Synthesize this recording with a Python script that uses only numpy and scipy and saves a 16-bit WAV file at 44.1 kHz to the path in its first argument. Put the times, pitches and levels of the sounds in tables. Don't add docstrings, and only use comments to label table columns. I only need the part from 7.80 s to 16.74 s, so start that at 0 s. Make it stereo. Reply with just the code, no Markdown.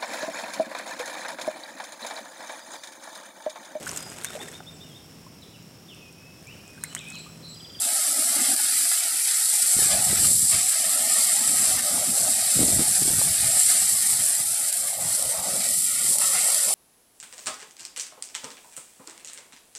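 import sys
import numpy as np
from scipy import signal
from scipy.fft import rfft, irfft
from scipy.io import wavfile
from scipy.ndimage import uniform_filter1d

SR = 44100
rng = np.random.default_rng(int(sys.argv[2]) if len(sys.argv) > 2 else 0)


def store_wav(level_fs):
    pcm = np.round(np.clip(np.atleast_2d(level_fs), -1, 1) * 32767)
    wavfile.write(sys.argv[1], SR, pcm.T.astype(np.int16))


N = 394254
T = np.arange(N) / SR
FREQ = np.fft.rfftfreq(400000, 1 / SR)
FRAME, HOP = 1024, 256
BAND_HZ = np.fft.rfftfreq(FRAME, 1 / SR)[:, None]
FRAME_S = np.arange(np.ceil(N / HOP) + 1) * HOP / SR

# (frequency [Hz], relative level [dB])
SPRAY_SPECTRUM = [(600, -92), (1200, -29), (1800, -18), (2600, -19), (3400, -10), (4200, -2), (5000, 0.5),
                  (9000, 2.5), (11000, 0.5), (14500, -5.5)]
# (frequency [Hz], relative level [dB])
MUD_SPECTRUM = [(400, -54), (700, 5), (1300, 5), (2100, 3), (3200, 1), (5000, 4.5), (7000, 0), (12000, -22)]


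def spray(slugs, cliff_gain):
    # (time [s], relative level [dB])
    jet = [(0.0, -23), (1.17, -21.5), (1.22, -24.5), (2.02, -18.5), (2.21, -21), (2.46, -18), (2.91, -21.5),
           (3.91, -19), (3.96, -22.5), (5.0, -20), (5.73, -20), (5.8, -17), (6.0, -19.5), (7.12, -25),
           (7.17, -21), (7.24, -24.5), (7.52, -24), (7.57, -27.5), (7.99, -21), (8.22, -22), (8.26, -19.5),
           (8.94, -21)]
    # (time [s], leftward lean before centring and scaling [dB])
    aim = [(0.0, -5), (0.82, -6.5), (2.04, -5.5), (2.11, 1), (2.19, -7), (2.41, -2.5), (2.59, -7.5),
           (2.69, -3.5), (5.33, -7), (5.6, -8), (5.98, -6), (6.35, -10), (8.24, -5), (8.94, -5)]
    drops = impacts(rate=5000, spread_db=2.0, mist_db=0.0)
    flurries = unit(undb(0.62 * slugs + 0.9 * walk(420) + 0.27 * walk(18)))
    tone = cliff_gain * spray_tone() * waver(depth_db=2.5, width_hz=76, hold_s=0.029)
    hiss = moving_filter(from_cliff(drops * flurries, SPRAY_SPECTRUM), tone)
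    lean = curve(aim) - np.mean(curve(aim))
    pan_db = np.array([0.42 * lean, -0.2 * lean])
    return hiss * undb(curve(jet) + kick_db() - 5.5 + pan_db)


def spray_tone():
    # (time [s], 4-7 kHz body [dB], top treble [dB])
    tone = [(0, -1, -0.5), (.35, 1.5, 0.5), (.9, 1, 1), (1.5, 1.5, 1), (2.1, 0, -1.5), (2.57, -1.5, -0.5),
            (2.8, 0, -3), (3.1, -.5, 0), (3.38, -0.7, -1.5), (3.8, -1.5, -2.5), (3.98, 2, 0),
            (4.2, 0.5, -1), (4.9, -0.5, -1), (5.4, -0.5, -0.5), (5.8, -2, -3.2), (6.2, -0.3, -0.5),
            (7.2, -1, -1.5), (7.73, 1.5, -2.5), (7.97, -2, -0.5), (8.27, -1.5, -1.5), (8.94, 0.5, -1)]
    body = over_hz([(2500, 0), (4000, 1), (6500, 1), (7500, 0)], BAND_HZ)
    top = over_hz([(9000, 0), (11500, 1)], BAND_HZ)
    return undb(body * curve(tone, FRAME_S) + top * curve(tone, FRAME_S, column=2))


def kick_db():
    # (time [s], length [s], change in the hiss [dB])
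    kicks = [(0.36, 0.074, -3), (0.759, 0.027, -6.5), (2.56, 0.11, 1), (2.717, 0.054, 2.5),
             (3.087, 0.036, -2.5), (3.433, 0.12, 1.8), (4.017, 0.011, -7.5), (4.264, 0.12, -2),
             (5.83, 0.077, 1.5), (5.91, 0.036, 2.5), (6.043, 0.052, 1), (6.917, 0.025, -5.5),
             (7.174, 0.076, -8), (7.353, 0.018, 2), (7.617, 0.02, -6), (8.207, 0.084, -2), (8.318, 0.09, 1),
             (8.376, 0.021, -6), (8.393, 0.0092, -5)]
    return sum(db * np.exp(-(2 * (T - s) / length) ** 2) for s, length, db in kicks)


def spats():
    # (time [s], relative peak [dB])
    hits = [(0.763, -12), (1.6576, -14), (5.1133, -19), (6.0162, -14), (6.9258, -11), (7.008, -18),
            (7.4245, -13), (7.887, -12), (8.3844, -8.5), (8.7014, -10), (8.745, -9)]
    crack = from_cliff(noise(), SPRAY_SPECTRUM)
    return crack * bursts(hits, rise_s=0.0004, decay_s=0.0018) * undb(-9.5)


def churn(slugs):
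    # (time [s], relative level [dB])
    cut = [(0.0, -41), (0.05, -36.5), (0.69, -35), (0.77, -38), (0.82, -36), (1.12, -35.5), (1.3, -37.5),
           (1.8, -37.5), (2.12, -34.5), (2.19, -36), (2.44, -34.5), (2.48, -40), (2.58, -49), (2.69, -46),
           (2.74, -35.5), (3.4, -36), (3.91, -38), (4.5, -39.5), (4.61, -35.5), (5.18, -39), (5.85, -34.5),
           (6.65, -42), (7.77, -42), (7.85, -36), (7.96, -45), (8.24, -37.5), (8.31, -48), (8.38, -40),
           (8.45, -38.5), (8.7, -37.5), (8.94, -38.5)]
    # (frequency [Hz], relative level [dB])
    spectrum = [(200, -80), (420, -39.5), (700, -0.5), (950, -1.5), (1300, -1), (1600, 0), (2000, 1),
                (2700, -2.5), (3400, -0.5), (3800, 2.5), (5500, 0), (10000, -20.5)]
    splashes = impacts(rate=1300, spread_db=0.5, mist_db=1)
    surges = unit(undb(0.23 * slugs + 1.13 * walk(45) + 0.5 * walk(13)))
    return from_cliff(splashes * surges, spectrum) * undb(curve(cut) + 0.68 * kick_db() + 0.5)


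def gushes():
    # (start [s], swell [s], decay [s], relative peak [dB])
    slides = [(2.10, 0.022, 0.035, -26.5), (2.438, 0.01, 0.0099, -28), (2.703, 0.034, 0.05, -26.5),
              (3.955, 0.027, 0.026, -32.5), (5.893, 0.0079, .016, -29), (7.795, 0.012, 0.025, -36),
              (8.25, 0.018, 0.013, -33), (8.398, 0.021, 0.065, -33), (8.532, 0.029, 0.095, -30.5)]
    flow = 0
    for s, swell, decay, db in slides:
        rise = np.clip((T - s) / swell, 0, 1)
        drain = np.exp(-np.maximum(T - s - swell, 0) / decay)
        flow += undb(db) * rise * drain
    mud = from_cliff(impacts(rate=820, spread_db=-2.5, mist_db=6), MUD_SPECTRUM)
    return mud * flow * undb(-2.0)


def hollow():
    # (time [s], relative level [dB])
    force = [(0.0, -40.5), (0.69, -36), (0.85, -53), (1.85, -48.5), (2.13, -35), (2.46, -41.5),
             (2.57, -53.5), (2.72, -45.5), (3.26, -35.5), (3.83, -42), (4.08, -35.5), (5.5, -41.5),
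             (5.77, -36.5), (5.84, -59), (5.91, -42), (6.0, -44), (6.22, -52.5), (6.3, -41), (6.67, -49.5),
             (6.8, -41.5), (7.3, -41), (7.74, -36.5), (7.89, -44), (8.03, -62), (8.18, -48), (8.27, -42.5),
             (8.94, -37.5)]
    # (frequency [Hz], relative level [dB])
    spectrum = [(150, -71), (280, -26), (400, -3), (520, -0.5), (650, 2), (780, 0), (1000, -4),
                (1300, -11.5), (2200, -46)]
    blows = impacts(rate=700, spread_db=1.5, mist_db=-5) * undb(1.6 * walk(28))
    return panned(from_cliff(blows, spectrum) * undb(curve(force) - 1.87), left_db=-1.15)


def pounding():
    # (time [s], relative level [dB])
    force = [(0, -52), (.2, -52), (.3, -45), (.7, -39), (.85, -55), (1.1, -59), (1.65, -62), (1.95, -52.5),
             (3.0, -54.5), (3.3, -45), (4.5, -45.5), (5.4, -48.5), (5.9, -47), (6.85, -59.5), (7.7, -45.5),
             (8.0, -41), (8.35, -43.5), (8.94, -47)]
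    # (time [s], centre [Hz])
    pitch = [(0, 300), (1.8, 276), (3.2, 210), (4.4, 200), (6.0, 170), (8.94, 178)]
    # (frequency [Hz], relative level [dB])
    spectrum = [(50, -74), (90, -32), (135, -5.5), (380, 10.5), (600, -37)]
    half_width_hz = 86
    boom = 1 / (1 + ((BAND_HZ - curve(pitch, FRAME_S)) / half_width_hz) ** 2)
    blows = from_cliff(impacts(rate=250, spread_db=-1.0, mist_db=-0.5), spectrum)
    thrum = unit(moving_filter(blows, boom))
    return panned(thrum * throbs() * undb(curve(force) + 0.1), left_db=0.5)


def throbs():
    # (time [s], half length [s])
    dropouts = [(1.115, 0.03), (1.297, .018), (1.424, 0.018), (1.564, 0.012), (1.749, 0.063),
                (1.902, 0.027), (2.948, 0.036), (4.667, 0.033), (5.832, 0.034)]
    throbs_per_s, jitter, spread_db, dropout_db = 11, 0.299, 3, -37
    phase = np.cumsum(throbs_per_s * np.exp(jitter * walk(10))) / SR
    swells = unit(np.abs(np.sin(np.pi * phase)) * undb(spread_db * walk(9.8)))
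    cut_out = sum(np.exp(-((T - s) / half) ** 4) for s, half in dropouts)
    return swells * undb(dropout_db * cut_out)


def mud_slaps():
    # (time [s], relative peak [dB])
    hits = [(0.798, -34), (0.850, -32), (1.115, -29.5), (1.132, -32), (1.205, -35), (1.234, -34),
            (1.478, -32), (2.446, -31), (3.990, -32), (7.805, -32), (8.193, -43), (8.414, -33),
            (8.441, -33)]
    return from_cliff(noise(), MUD_SPECTRUM) * bursts(hits, rise_s=0.0014, decay_s=0.0072)


def clod():
    # (time [s], relative peak [dB])
    hits = [(5.413, -32.5)]
    # (frequency [Hz], relative level [dB])
    spectrum = [(120, -27), (300, -2), (600, 0), (950, 4), (1400, -17), (3000, -33)]
    return from_cliff(noise(), spectrum) * bursts(hits, rise_s=0.0011, decay_s=0.0054)


def pocket():
    # (centre [Hz], half width [Hz], nominal lift [dB])
    modes = [(565, 38, 1), (1303, 147, 5), (1980, 190, 3.5), (2620, 53, 2), (3170, 100, 4)]
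    # (time [s], factor on the lift [ratio])
    squareness = [(0, 0.55), (1.4, 0.43), (2.3, 0.15), (2.8, .6), (3.95, 1.3), (4.55, 0.11), (5.5, .05),
                  (6.4, 0.65), (7.2, 0.74), (7.85, 0.77), (8.5, 1.25), (8.94, 1.0)]
    stretch = 1 + 0.005 * at_frames(walk(6))
    lift = sum(db * np.exp(-((BAND_HZ - hz * stretch) / width) ** 2) for hz, width, db in modes)
    return undb(lift * curve(squareness, FRAME_S))


def notches():
    # (time [s], first [Hz], second [Hz], depth 1 [dB], depth 2 [dB], depth 3 [dB])
    track = [(0, 448, 1045, 24, 17, 4), (.75, 420, 987, 23, 23, -0.5), (.97, 440, 1030, 44, 19, 1),
             (1.15, 450, 1045, 18, 10, 1), (1.42, 440, 1060, 27, 19, 2), (1.85, 424, 1015, 28, 28, 2),
             (2.1, 430, 1040, 18, 15, -1.5), (2.45, 437, 1030, 19, 10, 0.5), (2.65, 430, 970, 22, 28, 10),
             (2.77, 425, 957, 13, 13, 10), (2.93, 423, 964, 40, 17, 6), (3.35, 420, 974, 11, 14, 11),
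             (3.6, 423, 966, 13, 14, 5), (4.45, 437, 1014, 12, 10, -3.5), (4.67, 422, 1013, 35, 27, 5),
             (4.9, 420, 1030, 14, 18, 3), (5.08, 426, 1034, 17, 34, -2), (5.6, 434, 985, 16, 17, 0),
             (5.82, 443, 990, 28, 28, 9), (6.35, 454, 986, 15, 8, 4), (6.9, 420, 1004, 15.5, 23, -1),
             (7.45, 356, 1004, 14, 7, 6), (7.78, 350, 990, 9, 8, 6), (8.0, 362, 1010, 14, 28, 15),
             (8.15, 357, 1020, 12, 18, 20), (8.45, 315, 946, 9.5, 2, 16), (8.94, 323, 975, 14, 10, 5)]
    half_width_hz = 118
    first, second, *depths = (curve(track, FRAME_S, column) for column in range(1, 6))
    sway = 1 + 0.02 * at_frames(walk(8))
    db = 0
    for k, depth in enumerate(depths):
        centre = (first + k * (second - first)) * sway
        deepening = np.exp(0.35 * at_frames(walk(11)))
        db -= depth * deepening * np.exp(-np.abs((BAND_HZ - centre) / half_width_hz) ** 3)
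    return undb(db)


def face_echoes(count=6, shortest_s=0.003, longest_s=0.014, drift_s=0.00007):
    above_bass = (BAND_HZ / 900) ** 2 / (1 + (BAND_HZ / 900) ** 2)
    strength = 0.38 * above_bass / (1 + (BAND_HZ / 4800) ** 4)
    echoes = 0
    for delay in rng.uniform(shortest_s, longest_s, count):
        drifting = delay + drift_s * at_frames(2 * walk(1.8) + 0.5 * walk(10))
        echoes += np.exp(-2j * np.pi * BAND_HZ * drifting) / np.sqrt(count)
    return np.abs(1 + strength * echoes) / np.sqrt(1 + strength ** 2)


def wind():
    # (frequency [Hz], relative level [dB])
    eddy_spectrum = [(20, -41), (40, -15), (60, -1.5), (120, 3), (180, 1.5), (260, -9), (420, -16),
                     (900, -31), (2500, -40)]
    # (frequency [Hz], relative level [dB])
    buffet_spectrum = [(20, -27), (60, -5), (120, -3.5), (260, 3.5), (450, -5), (750, -16), (1500, -31),
                       (4000, -21)]
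    # (time [s], relative peak [dB])
    buffets = [(1.965, -29), (1.989, -28.5), (2.02, -28), (2.059, -30), (2.207, -36), (2.328, -24.5),
               (2.423, -33), (2.513, -34), (2.744, -33.5), (4.768, -25.5), (4.790, -19), (4.803, -21),
               (4.816, -23), (4.829, -19.5), (4.841, -27), (4.858, -27), (4.880, -23), (4.898, -26),
               (4.920, -37), (4.957, -36), (4.992, -19.5), (5.003, -29), (5.017, -26), (5.085, -35),
               (5.219, -28), (5.253, -30), (5.276, -29), (5.303, -30), (5.322, -36), (5.388, -34)]
    flutter = undb(7.7 * np.minimum(walk(24), 0.8))
    eddies = unit(filtered(noise(), colour(eddy_spectrum)) * flutter)
    rumble = unit(filtered(noise(), colour(buffet_spectrum)))
    thumps = rumble * bursts(buffets, rise_s=0.00042, decay_s=0.0081) * undb(-7.0)
    return panned(eddies * gust_level() * undb(2.0), left_db=2.5) + panned(thumps, left_db=9.0)


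def gust_level(rise_db_per_s=900, still_air_db=-112):
    # (arrival [s], hold [s], relative level [dB], fade [dB/s])
    gusts = [(0.64, 0.072, -61, 260), (1.966, 0.15, -38.5, 68), (2.3, 0.095, -40.5, 34),
             (2.72, 0.039, -44, 134), (3.073, .12, -63, 21), (3.68, 1, -51, 60), (4.764, 0.19, -34, 46),
             (5.218, 0.063, -39.5, 21), (6.13, 0.6, -54.5, 94), (7.005, 0.6, -49.5, 16)]
    power = undb(still_air_db) ** 2
    for s, hold, db, fade in gusts:
        below_db = rise_db_per_s * np.maximum(s - T, 0) + fade * np.maximum(T - s - hold, 0)
        power += undb(db - np.minimum(below_db, 100)) ** 2
    return np.sqrt(power)


def nozzle():
    # (frequency [Hz], relative level [dB])
    spectrum = [(3000, -51), (7000, -11), (11000, -12), (13500, 31), (14500, -21)]
    return unit(filtered(noise(), colour(spectrum))) * undb(-41.5)


def impacts(rate, spread_db, mist_db):
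    hit = rng.random((2, N)) < rate / SR
    size = undb(spread_db * np.minimum(rng.exponential(size=(2, N)), 5))
    drops = unit(hit * size * rng.choice([-1, 1], (2, N)))
    return unit(drops + undb(mist_db) * noise())


def bursts(table, rise_s, decay_s):
    envelope = np.zeros(N)
    age = np.arange(SR // 5) / SR
    shape = (1 - np.exp(-age / rise_s)) * np.exp(-age / decay_s)
    for s, db in table:
        part = envelope[int(s * SR):][:len(age)]
        part += undb(db) * shape[:len(part)] / shape.max()
    return envelope


def from_cliff(pair, spectrum):
    # (frequency [Hz], correlation [0-1])
    correlation = [(250, 0.64), (700, 0.83), (1300, 0.34), (2100, 0.57), (3300, 0), (4200, 0.66),
                   (5500, 0.34), (7800, 0.43), (10000, 0.08), (14000, 0.1)]
    likeness = np.clip(over_hz(correlation), 0, 0.99)
    mid, side = filtered(pair, colour(spectrum) * np.sqrt([1 + likeness, 1 - likeness]))
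    return unit(np.array([mid + side, mid - side]))


def waver(depth_db, width_hz, hold_s):
    field = rng.standard_normal((len(BAND_HZ), len(FRAME_S)))
    for axis, span in enumerate([width_hz * FRAME / SR, hold_s * SR / HOP]):
        window = np.exp(-0.5 * (np.arange(-40, 41) / (span / 2)) ** 2)
        field = signal.fftconvolve(field, np.expand_dims(window, 1 - axis), "same")
    return unit(undb(depth_db * np.minimum(unit(field), 1)))


def walk(rate):
    hold = max(int(SR / rate), 2)
    held = np.repeat(rng.standard_normal(N // hold + 2), hold)
    start = rng.integers(hold)
    return unit(uniform_filter1d(held[start:][:N], hold))


def noise():
    return rng.standard_normal((2, N))


def colour(spectrum, size=8192):
    magnitude = undb(over_hz(spectrum, np.fft.rfftfreq(size, 1 / SR)))
    cepstrum = irfft(np.log(magnitude))
    cepstrum[1:size // 2] *= 2
    cepstrum[size // 2 + 1:] = 0
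    impulse = irfft(np.exp(rfft(cepstrum)))
    return rfft(impulse, 2 * (len(FREQ) - 1))


def filtered(x, response):
    return irfft(rfft(x, 2 * (len(FREQ) - 1)) * response)[..., :N]


def moving_filter(x, gain):
    cells = signal.stft(x, nperseg=FRAME, noverlap=FRAME - HOP)[2]
    return signal.istft(cells * gain, nperseg=FRAME, noverlap=FRAME - HOP)[1][..., :N]


def panned(x, left_db):
    return x * undb([[left_db], [-left_db]])


def curve(table, times=T, column=1):
    table = np.asarray(table)
    return np.interp(times, table[:, 0], table[:, column])


def over_hz(points, freq=FREQ):
    hz, value = np.transpose(points)
    return np.interp(np.log(freq + 1), np.log(hz), value)


def at_frames(x):
    return np.interp(FRAME_S, T, x)


def undb(db):
    return 10 ** (np.asarray(db) / 20)


def unit(x):
    return x / np.sqrt(np.mean(x ** 2))


def scene():
    slugs = unit(walk(120) + 1.45 * walk(45))
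    cliff_gain = pocket() * notches() * face_echoes()
    slaps, thud = mud_slaps(), clod()
    splashing = churn(slugs) + gushes() + hollow() + slaps
    splashing = moving_filter(splashing, cliff_gain * waver(depth_db=6.5, width_hz=44, hold_s=0.033))
    water = nozzle() + spray(slugs, cliff_gain) + spats() + splashing
    return water + moving_filter(pounding(), cliff_gain) + thud + wind()


def record(dry):
    # (frequency [Hz], gain [dB])
    left_port = [(1000, 3), (3000, 4), (4000, -0.5), (4900, 5), (6800, -0.5), (7200, 9.5), (7600, 15),
                 (8100, 12), (8700, 8), (9500, -3.5), (11000, -3), (13000, -7.5), (14500, -21)]
    # (frequency [Hz], gain [dB])
    right_port = [(1000, 0.77), (3000, 5.1), (5000, 1.24), (7000, 4.8), (7600, 7.3), (8300, 13.1),
                  (9100, 16.23), (10000, 14.3), (11000, 10.5), (12200, 8.8), (14500, 0.8)]
    # (frequency [Hz], lead of the left [rad])
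    lead = [(900, 0.63), (1600, -0.65), (3300, 0), (4200, 0.34), (5500, -1.5), (6700, -2.5), (7400, -5),
            (8100, -8.5), (9200, -9), (12000, -13)]
    ceiling, top_hz = 0.88, 14640
    left = undb(over_hz(left_port)) * np.exp(1j * over_hz(lead))
    right = undb(over_hz(right_port))
    ports = filtered(dry, np.array([left, right]))
    rounded = ports / (1 + (ports / ceiling) ** 8) ** (1 / 8)
    low_pass = signal.ellip(12, 0.1, 80, top_hz, fs=SR, output="sos")
    return signal.sosfilt(low_pass, rounded)


dry = scene()
out = record(dry)
store_wav(out)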